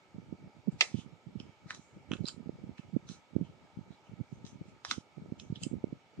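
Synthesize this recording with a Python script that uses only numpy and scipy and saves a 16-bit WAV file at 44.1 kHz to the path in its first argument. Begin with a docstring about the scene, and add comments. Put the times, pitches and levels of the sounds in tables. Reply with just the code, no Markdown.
"""A ceiling fan hums and rushes throughout; from the first moments its draught hits two microphone ports.
The puffs are short pressure swings over a patter of small eddies, mostly stronger in the right port.
Soon playing cards slide (gritty noise through resonances) and snap (short noise bursts ringing the card)
on a wooden table in a small room, on and off until near the end. Fan and draught then carry on alone."""
import sys
import numpy as np
from scipy import signal
from scipy.fft import rfft, irfft
from scipy.io import wavfile
from scipy.ndimage import uniform_filter1d

SR = 44100
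rng = np.random.default_rng(int(sys.argv[2]) if len(sys.argv) > 2 else 0)


def wav_record(signal):
    """Record a signal, one row per channel, as 16-bit PCM in the file named by sys.argv[1]."""
    frames = np.transpose(np.atleast_2d(signal))
    bounded = np.clip(frames, -1, 1)
    # unit amplitude maps onto the largest positive 16-bit level
    quanta = np.round(bounded * 32767).astype(np.int16)
    wavfile.write(sys.argv[1], SR, quanta)


N = 273420  # length in samples

# Shape of the fan's air rush, before its overall level is set: pitch_hz, level_db (per Hz)
FAN_RUSH = [(24, -46), (40, -16.5), (288, -2), (630, -3), (849, -3.5), (1070, -12), (1280, -10),
            (1940, -10.5), (2230, -8.5), (7190, -22), (9690, -36), (12600, -66.5), (21300, -120)]
# Humps added to the rush: pitch_hz, width_hz, level_db
FAN_HUMPS = [(383.2, 11, 6), (901, 220, 6.5), (1275, 218, 9.5), (2246, 210, 6)]
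# How alike the rush is at both ports: pitch_hz, likeness (0 to 1, no unit)
FAN_LIKENESS = [(60, 0), (140, 0.29), (320, 1), (740, 0.889), (1720, 0.12), (3990, 0.0059), (9240, 1)]
# Which side of the rush is louder: pitch_hz, left_minus_right_db
FAN_BALANCE = [(60, -3.5), (160, -1), (450, -3), (1230, -2.0), (3370, -3), (9240, -2)]
# Motor tones of the fan: pitch_hz (average), level_db (rms)
MOTOR_TONES = [(592.2, -81), (888.2, -83.5), (1287, -85.5), (2261, -83.5)]
FAN_DB = -65  # rms level of the rush

# Gusts that carry small eddies: start_s, end_s, left_level_db, right_level_db
GUSTS = [(0.154, .35, -54, -51), (0.402, 0.477, -55.5, -51), (0.554, 0.582, -60, -52.5),
         (.67, 0.775, -52, -53), (.88, 1.147, -63.5, -54.5), (1.276, 1.493, -56.5, -52.5),
         (1.636, 1.785, -58, -54), (1.952, 2, -53, -50.5), (2.096, 2.259, -54.5, -44.5),
         (2.338, 2.434, -63, -48), (2.457, 2.711, -53, -48.5), (2.842, 2.987, -59, -52),
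         (3.037, 3.17, -57.5, -55.5), (3.354, 3.454, -59, -45.5), (3.483, 3.652, -60.5, -59),
         (3.742, 3.928, -60.5, -57.5), (4.112, 4.221, -59, -51), (4.321, 4.751, -57, -54.5),
         (4.898, 4.988, -58.5, -52), (5.179, 5.335, -54, -50.5), (5.373, 5.6, -57, -52),
         (5.622, 5.775, -55, -43), (5.82, 5.946, -51, -56), (6.157, 6.3, -64, -57)]
# Strong eddies striking a port: middle_s, port (0 left, 1 right), level_db, pitch_hz (at the middle),
# length_ms (a third of the whole swing)
PUFFS = [(0.147, 1, -38, 164, 7.5), (0.185, 1, -29.5, 203.5, 6.84), (0.327, 1, -25, 232, 4.8),
         (0.44, 0, -44, 169, 7), (0.474, 1, -38, 185, 5.7), (0.675, 1, -26, 188, 1.8),
         (0.684, 1, -17, 210.4, 16), (0.728, 0, -36, 146.4, 8.2), (0.742, 0, -35.5, 151, 9.3),
         (0.945, 1, -17, 182, 6.5), (0.953, 1, -22, 154.5, 6.1), (0.977, 1, -33.5, 143, 30),
         (0.989, 1, -28, 196, 6.3), (1.063, 1, -35.5, 190, 7.3), (1.076, 1, -40.5, 166, 6.76),
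         (1.131, 1, -41, 156, 16), (1.27, 1, -34, 158, 13), (1.288, 0, -41, 207, 5.5),
         (1.358, 1, -27, 199, 9.7), (1.373, 1, -32.5, 120, 11.3), (1.404, 1, -30, 197, 4.4),
         (1.661, 0, -36.5, 160, 7.7), (1.795, 1, -39, 202, 5.6), (1.966, 0, -42, 162, 10),
         (2.113, 1, -20.5, 241, 4.3), (2.133, 1, -20.5, 236.4, 4.4), (2.208, 1, -21.5, 149.3, 10.3),
         (2.219, 1, -35, 163, 13), (2.244, 1, -21, 217.3, 4.4), (2.38, 1, -33.5, 197, 8.2),
         (2.405, 1, -35, 228.5, 10.6), (2.46, 1, -31.5, 190, 4.8), (2.472, 1, -31, 180, 5.7),
         (2.494, 1, -20, 232, 2.52), (2.554, 0, -42, 159, 12), (2.64, 1, -29, 210, 6.4),
         (2.694, 1, -29, 227, 6), (2.795, 1, -30, 185.8, 6.7), (2.943, 1, -27.5, 167.8, 30),
         (2.966, 1, -13.5, 246, 6.3), (2.969, 0, -31, 149, 5.8), (3.099, 1, -31, 187, 8.85),
         (3.116, 1, -35, 194.6, 7.6), (3.335, 1, -39, 210, 6), (3.355, 1, -26, 148.5, 6.1),
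         (3.365, 1, -10, 199, 3.9), (3.385, 1, -32, 287, 6.2), (3.402, 0, -37.5, 170, 11),
         (3.413, 1, -18.5, 200.8, 6.2), (3.425, 1, -26, 187, 13), (3.499, 0, -38.5, 140, 7.4),
         (3.774, 0, -29.5, 169.3, 7), (3.79, 1, -30.5, 199, 7.7), (3.812, 1, -35.5, 140, 7.8),
         (3.907, 1, -33.5, 176, 7.1), (4.095, 0, -41, 151, 8.6), (4.136, 1, -31, 157, 6.3),
         (4.193, 1, -36.5, 197, 6), (4.203, 1, -27.5, 193, 5.8), (4.211, 1, -21.5, 147, 8.5),
         (4.327, 1, -29.5, 167, 8), (4.335, 0, -39.5, 150, 8), (4.445, 0, -31, 185, 5.7),
         (4.531, 0, -38.5, 180, 5.1), (4.558, 1, -35.5, 167, 5.34), (4.613, 0, -30.5, 166, 8.3),
         (4.616, 1, -34, 240, 4.6), (4.684, 1, -41.5, 200, 5.7), (4.921, 1, -39.5, 260, 8.7),
         (4.982, 1, -24, 213, 5.04), (5.177, 1, -34, 162, 15), (5.198, 1, -36, 171, 5),
         (5.223, 0, -34.5, 186.4, 8.3), (5.288, 0, -40, 150, 10), (5.323, 1, -21.5, 200, 4.8),
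         (5.435, 1, -40.5, 211, 8.2), (5.503, 0, -32, 140, 11), (5.503, 1, -26, 154, 8.5),
         (5.526, 1, -20.5, 170, 6.3), (5.574, 1, -35.5, 178, 5.7), (5.621, 0, -34.5, 147, 10),
         (5.634, 1, -33.5, 163.6, 8.4), (5.667, 1, -20.5, 212.7, 4.98), (5.715, 1, -26.5, 210, 4.7),
         (5.733, 1, -23.5, 204.4, 7.4), (5.74, 1, -20.5, 221, 4), (5.754, 1, -28.5, 189.5, 6.8),
         (5.775, 0, -38, 180, 10.4), (5.842, 1, -14.5, 267, 3.05), (5.872, 1, -35, 221, 4.26),
         (5.928, 1, -24, 222.8, 5.47), (5.934, 0, -38.5, 160, 6.7), (6.184, 0, -35, 143, 10.3),
         (6.194, 1, -29, 275, 7.4)]
GUST_EDGE_DB_PER_S, LULL_DB = 356, -70.5  # how steeply gusts come and go; level between them
OCTAVE_DB = -16.5  # octave above each strong puff, which makes its crest pointed

# How fast the room's echo dies: pitch_hz, time_to_fall_60_db_s
ROOM_DECAY = [(500, .2), (1500, 0.1443), (4000, 0.0694), (9000, 0.23)]
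# Resonances of the table top and its reflections: pitch_hz, width_hz (at least 70 is used), level_db
TABLE_RESONANCES = [(1400, 66, -18.5), (1800, 100, 2.5), (2087, 9.1, -4.5), (2500, 55, -6.5), (2650, 43, 0),
                    (3050, 100, -1.5), (3960, 58, 0), (4210, 54, -19), (4500, 17, -11.5), (4920, 65, -5),
                    (5400, 74, -6), (6100, 26, -8)]
# How the housing shades near sounds at the ports: pitch_hz, left_minus_right_db
PORT_SHADING = [(60, -4.5), (140, -9.5), (320, -2), (740, 2), (1720, -3), (3990, -8.5), (9240, -1.5)]

# Card faces sliding, before the table and room: peak_s, level_db, rise_s, fall_s,
# roundness (no unit; under 1 a jab, over 1 a long even stroke), middle_hz, edge_hz,
# and relative to the middle: body_db, edge_db (at the peak), rustle_db
SLIDES = [ (0.72, -71.5, 0.027, 0.098, 0.83, 2760, 7100, 8.5, 7, 8),
          (0.815, -40, .04, 0.18, 0.69, 2300, 5750, -7.5, -17, 4.5),
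          (0.995, -56.5, .12, 0.084, 1.5, 3250, 6130, -10.5, -11, 0),
          (1.4, -52.5, 0.039, 0.2, 0.45, 2990, 5000, -9, -8.5, -5),
          (1.708, -45, 0.054, 0.087, .7, 1950, 3900, 1, -5, -1),
          (1.745, -58, 0.0219, 0.11, 0.67, 3960, 5800, 3, 6.5, 8.5),
          (1.83, -79.5, 0.12, 0.26, 1, 2500, 7000, -11.5, 15.5, -1),
          (2.136, -54.5, 0.063, .12, 1.09, 2950, 6500, 1, -8, -3),
          (2.281, -45.5, .06, 0.086, 0.88, 4240, 6930, -7.5, -11, 3),
          (2.78, -56.5, .03, .15, 0.75, 2670, 6100, -2.5, -28, -4),
          (3.105, -62.5, 0.051, 0.1, 2, 4080, 5900, 1, 4.5, 9),
          (3.451, -65, 0.062, 0.14, 0.96, 3100, 6000, -12, -13, -8),
          (3.93, -68, 0.058, 0.09, 1.8, 3700, 6100, 0.5, -21, -6),
          (4.07, -70, 0.087, .08, 1.5, 2900, 6000, -8, -14, -7),
          (4.34, -78, 0.16, .15, 0.96, 2500, 6230, 1, 7, 5),
          (4.469, -66.5, 0.041, 0.095, 1.7, 3480, 6080, -21, 8, 6.5),
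          (4.69, -67.5, 0.095, 0.092, 0.94, 2420, 6700, -7, -5, 1),
          (4.85, -47.5, 0.0093, .1, 0.42, 3630, 5400, 8, 0, 8.5),
          (4.912, -44, 0.082, 0.1147, 0.64, 3430, 5500, -4, -4, 9),
          (5.398, -54, 0.027, 0.14, .6, 3060, 6200, -15, 2, -4.5),
          (5.561, -52.5, 0.034, 0.068, 0.96, 3600, 5900, -20, -24, -11),
          (5.631, -51, 0.064, .1, 0.58, 3200, 6830, -7.5, 6, 7)]
STROKE_DB = -32.5  # a stroke swells from and dies to this far under its peak
BRIGHTEN_DB = 5  # the edge ring gains this much from start to peak, and again from peak to end

# Card edges snapping free or tapping down, before the table and room: start_s, level_db, bend_hz,
# body_db and edge_db (relative to the bend), length_ms (time to fall 20 dB, before ringing),
# left_lag_ms (negative: left is earlier)
SNAPS = [ (0.808, -6.5, 2650, -21, -9, 2.89, -.16), (0.8107, -5.5, 2110, -8, -8, 2.37, -0.13),
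         (0.8112, -15.5, 4190, -25, -5, 3.7, -0.18), (0.817, -25, 545, -20, -21, 14, -0.084),
         (0.8191, -15.5, 3420, -17, -4.5, 2.7, -0.18), (1.399, -38, 3050, -11.5, -3.5, 3.3, -0.068),
         (1.706, -34.5, 3900, 2, -14, 3.9, -0.092), (1.706, -18.5, 1873, -27, -34.5, 1.8, -0.082),
         (1.747, -35.5, 3650, -1, 3, 1.1, -0.11), (2.1166, -21, 3140, -1, -29, 1.76, 0.037),
         (2.135, -22, 3080, -1.5, -24.5, 1.7, 0.033), (2.168, -37.5, 3090, -16, -10, 1.2, .05),
         (2.2554, -28, 4000, -15, -22.5, 2.2, 0.047), (2.266, -33.5, 4840, -15.5, -26, 4.9, -0.03),
         (2.276, -30, 4810, -26, -6, 4.3, 0.055), (2.284, -22.5, 4500, -11.5, -4, 2.3, -0.0018),
         (2.29, -38.5, 3380, -4.5, -7.5, 6.5, 0.053), (2.781, -41, 2360, -5, -7, 2.2, 0.09),
         (3.089, -40, 3750, -3, 3.5, 2.9, 0.026), (4.451, -41.5, 3680, -6, -2, 1.6, -0.13),
         (4.465, -44.5, 3600, -3, 4, 1.9, -.12), (4.849, -20.5, 1100, -12, 1.5, 1.18, -0.14),
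         (4.849, -23, 3200, -14, 7, 0.75, -0.084), (4.9104, -19.5, 2740, -0.5, -5, 1.99, -0.083),
         (4.9119, -13, 3800, 0.3, -4, 1.8, -.15), (5.398, -33.5, 3220, -17, -1.5, 2, 0.042),
         (5.557, -37, 3250, -26, -15, 6.8, 0.08), (5.634, -27.5, 4590, -31.5, 5, 2.3, 0.15),
         (5.634, -31, 3050, -27, 1, 4.9, 0.093)]
BODY_HZ, EDGE_RATIO = 1447, 1.617  # the flat face keeps its pitch; the edge rings above the bend
CRACK_DB, CRACK_PER_DB = -1.5, 0.4  # the broad crack under the ring grows with the force
DAMPING_AT_2MS, DAMPING_POWER = 1.25, 0.6  # short snaps ring over a wider band

HISS_DB, BAND_LIMIT_HZ = -90.5, 15000  # hiss level before the last band limit


def gain_of(db):
    """Turns decibels into a plain multiplier."""
    return 10 ** (np.asarray(db) / 20)


def evened(x):
    """Scales a signal so that its average strength (rms) is 1."""
    return x / np.sqrt(np.mean(x ** 2) + 1e-20)


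def read(points, hz):
    """Reads a table between its points, with pitch spaced as the ear hears it (log)."""
    f, value = np.transpose(points)
    return np.interp(np.log(hz + 1), np.log(f + 1), value)


def add(mix, s, sound):
    """Mixes a sound in, starting at s seconds."""
    part = mix[..., round(s * SR):][..., :sound.shape[-1]]
    part += sound[..., :part.shape[-1]]


def lagged(x, ms):
    """Delays a sound by a fraction of a millisecond, by turning the phase of each frequency."""
    hz = np.fft.rfftfreq(len(x), 1 / SR)
    return irfft(rfft(x) * np.exp(-2j * np.pi * hz * ms / 1000), len(x))


def resonate(x, hz, width):
    """A steep resonance: shifts pitch hz down to zero, smooths twice, and shifts back."""
    turn = np.exp(2j * np.pi * np.cumsum(hz * np.ones(x.shape[-1])) / SR)
    r = np.exp(-np.pi * width / SR)
    smooth = signal.lfilter([(1 - r) ** 2], [1, -2 * r, r ** 2], x / turn)
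    return 2 * (turn * smooth).real


def fan_rush():
    """Moving air makes broad noise, partly alike at the two ports, with slight patches in level."""
    frames, hz = N // 256 + 5, np.fft.rfftfreq(1024, 1 / SR)
    a, b, c, d, patches = rng.standard_normal((frames, 513, 5)).T
    patches = uniform_filter1d(patches, 12, 0)  # smooth across pitch
    patches = evened(uniform_filter1d(patches, 14, 1))  # and across time
    same = np.clip(read(FAN_LIKENESS, hz), -1, 1)[:, None]
    left, other = a + 1j * b, c + 1j * d
    right = same * left + np.sqrt(1 - same ** 2) * other
    side = gain_of(read(FAN_BALANCE, hz)[:, None] / 2)
    z = np.array([left * side, right / side])
    humps_db = sum(db * np.exp(-(2 * (hz - f) / width) ** 2) for f, width, db in FAN_HUMPS)
    z *= gain_of((read(FAN_RUSH, hz) + humps_db)[:, None] + 1.2 * patches)
    rush = signal.istft(z, nperseg=1024, noverlap=768)[1][:, :N]
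    return gain_of(FAN_DB) * evened(rush)


def fan_motor():
    """Faint steady tones from the motor, all wavering together in pitch."""
    waver = 1 + 0.004 * evened(uniform_filter1d(rng.standard_normal(N), 4000))
    turns = np.cumsum(waver) / SR
    return sum(gain_of(db) * np.sqrt(2) * np.sin(2 * np.pi * f * turns) for f, db in MOTOR_TONES)


def eddy(hz, ms, octave_db, phase):
    """A pressure swing with pointed crests, falling in pitch as the eddy leaves the port."""
    u = np.linspace(-3, 3, round(3 * ms * SR / 1000))
    t = u * ms / 2000  # seconds from the middle
    fade = np.where(u < 0, 2.425 * u ** 2, 0.66 * abs(u) ** 2.47)
    shape = gain_of(-6.5 * fade) * signal.windows.tukey(len(u), 0.5)
    angle = 2 * np.pi * hz * (t - 12.0 * t ** 2) + phase
    octave = gain_of(octave_db) * shape * np.cos(2 * angle - 0.5)
    swing = shape * (np.cos(angle) + octave)
    return swing - shape * swing.sum() / shape.sum()  # no net push remains


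def draught_db():
    """Each gust swells out of the lull, holds and dies away, at each port."""
    t = np.arange(0, N / SR + 0.01, 0.005)
    start, end, *ports_db = np.transpose(GUSTS)[..., None]
    outside = np.maximum(np.maximum(start - t, t - end), 0)  # seconds outside each gust
    gusts_db = np.array(ports_db) - GUST_EDGE_DB_PER_S * outside
    levels = np.maximum(gusts_db.max(axis=1), LULL_DB)
    return [np.interp(np.arange(N) / SR, t, db) for db in levels]


def eddy_patter():
    """Many small eddies strike one port at random, about 200 a second, in 12 pitches and uneven sizes."""
    size = gain_of(3.5 * np.minimum(rng.exponential(1, N), 3)) * (rng.random(N) < 200 / SR)
    kind = rng.integers(0, 12, N)
    patter = np.zeros(N)
    for k, hz in enumerate(np.geomspace(85, 300, num=12)):
        one = eddy(hz, 1100 / hz, -7.5, 7 * rng.random())
        patter += signal.oaconvolve(size * (kind == k), one)[:N]
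    return evened(patter)


def wind():
    """The draught presses on each port: single strong puffs over its own random patter of eddies."""
    out = np.zeros((2, N))
    phases = 1.21 + 0.67 * rng.standard_normal(len(PUFFS))  # most puffs push first, then pull
    for (s, port, db, hz, ms), phase in zip(PUFFS, phases):
        add(out[round(port)], s - 1.5 * ms / 1000, gain_of(db) * eddy(hz, ms, OCTAVE_DB, phase))
    for port, db in zip(out, draught_db()):
        add(port, 0, gain_of(db) * eddy_patter())
    return out + gain_of(-30.5) * out[::-1]  # a little of each port leaks to the other


def room(x):
    """Walls send back sparse echoes: random-sign taps, one in every 20 samples, fading by pitch."""
    taps = np.zeros((2, SR // 2))
    at = np.arange(120, SR // 2 - 20, 20)
    at = at + rng.integers(0, 20, (2, len(at)))
    np.put_along_axis(taps, at, rng.choice([-1., 1.], at.shape), 1)
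    hz, t, z = signal.stft(taps, SR, nperseg=256)
    fading = gain_of(-60 * t / read(ROOM_DECAY, hz)[:, None])
    tail = signal.istft(z * fading, SR, nperseg=256)[1]
    return signal.fftconvolve(x, tail / np.linalg.norm(tail[0]), axes=1)[:, :N]


def tabletop(x):
    """The table's resonances colour near sounds, and the housing shades each port."""
    hz = np.fft.rfftfreq(N, 1 / SR)
    modes = 1 + sum(gain_of(db) / (1 + 2j * (hz - f) / max(width, 70)) for f, width, db in TABLE_RESONANCES)
    small = (1j * hz / 450 / (1 + 1j * hz / 450)) ** 3  # a card is too small to radiate bass
    half_db = read(PORT_SHADING, hz) / 2
    return irfft(rfft(x) * modes * small * gain_of([half_db, -half_db]), N)


def slide(s, db, rise_s, fall_s, roundness, middle_hz, edge_hz, body_db, edge_db, rustle_db):
    """Coated paper rubbing: dense grit of uneven size rings the card under a swelling stroke."""
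    t = np.arange(-rise_s, fall_s, 1 / SR)
    u = np.where(t < 0, t / rise_s, t / fall_s)  # -1 at the start, 0 at the peak, 1 at the end
    grit = rng.standard_normal((2, len(t))) * gain_of(2.0 * rng.exponential(1, len(t)))
    # a wide source is only partly alike at both ports
    grit[0] = 0.68 * lagged(grit[1], -0.0637) + 1.2 * grit[0]
    rings = ((body_db, 1300, 1100), (0, middle_hz, 1000),
             (edge_db + BRIGHTEN_DB * u, edge_hz, 1600), (rustle_db, 4300, 5000))
    sound = sum(gain_of(rel_db) * evened(resonate(grit, hz, width)) for rel_db, hz, width in rings)
    stroke = gain_of(db + STROKE_DB * abs(u) ** roundness)
    return s - rise_s, sound * stroke * signal.windows.tukey(len(t), 0.15)


def snap(s, db, bend_hz, body_db, edge_db, ms, lag_ms):
    """A short burst of cracks as the edge lets go, ringing the bent card."""
    t = np.maximum(np.arange(2048) / SR * 1000 - 4, 0)  # ms, after 4 ms of silence
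    ms = max(ms, 0.3)
    shape = np.minimum(t / 0.4, 1) * gain_of(-20 * t / ms)
    burst, hz = rfft(rng.standard_normal(len(t)) * shape), np.fft.rfftfreq(len(t), 1 / SR)
    damping = DAMPING_AT_2MS * (2 / ms) ** DAMPING_POWER
    rings = ((body_db, BODY_HZ, 500), (0, bend_hz, 700), (edge_db, EDGE_RATIO * bend_hz, 900),
             (CRACK_DB + CRACK_PER_DB * db, 3500, 3500))
    sound = np.zeros(len(t))
    for rel_db, f, width in rings:
        part = irfft(burst / (1 + 1j * (hz - f) / (width * damping)) ** 4)
        # every ring gets the same energy before its own level
        sound += gain_of(db + rel_db) * part * np.linalg.norm(shape) / np.linalg.norm(part)
    return s - 0.004, np.array([lagged(sound, lag_ms), sound])


def playing_cards():
    """All snaps and slides of the cards, coloured by the table they touch."""
    cards = np.zeros((2, N))
    for row in SNAPS:
        add(cards, *snap(*row))
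    for row in SLIDES:
        add(cards, *slide(*row))
    return tabletop(cards)


def scene():
    """Cards heard directly and through the room, over the fan and its draught."""
    cards = playing_cards()
    background = fan_rush() + fan_motor() + wind()
    return background + gain_of(-11.5) * room(cards) + gain_of(-5.5) * cards


def record(dry):
    """The microphone drops deep bass and fades steeply above its top; faint hiss; then the band limit."""
    low_hz, top_hz = 95, 9400
    thinned = signal.sosfilt(signal.butter(2, low_hz, "high", fs=SR, output="sos"), dry)
    dulled = signal.sosfilt(signal.butter(8, top_hz, "low", fs=SR, output="sos"), thinned)
    hissing = dulled + gain_of(HISS_DB) * rng.standard_normal(dry.shape)
    band_limit = signal.firwin(511, BAND_LIMIT_HZ, window=("kaiser", 9), fs=SR)
    return signal.oaconvolve(hissing, band_limit[None], "same")


dry = scene()
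out = record(dry)
wav_record(out)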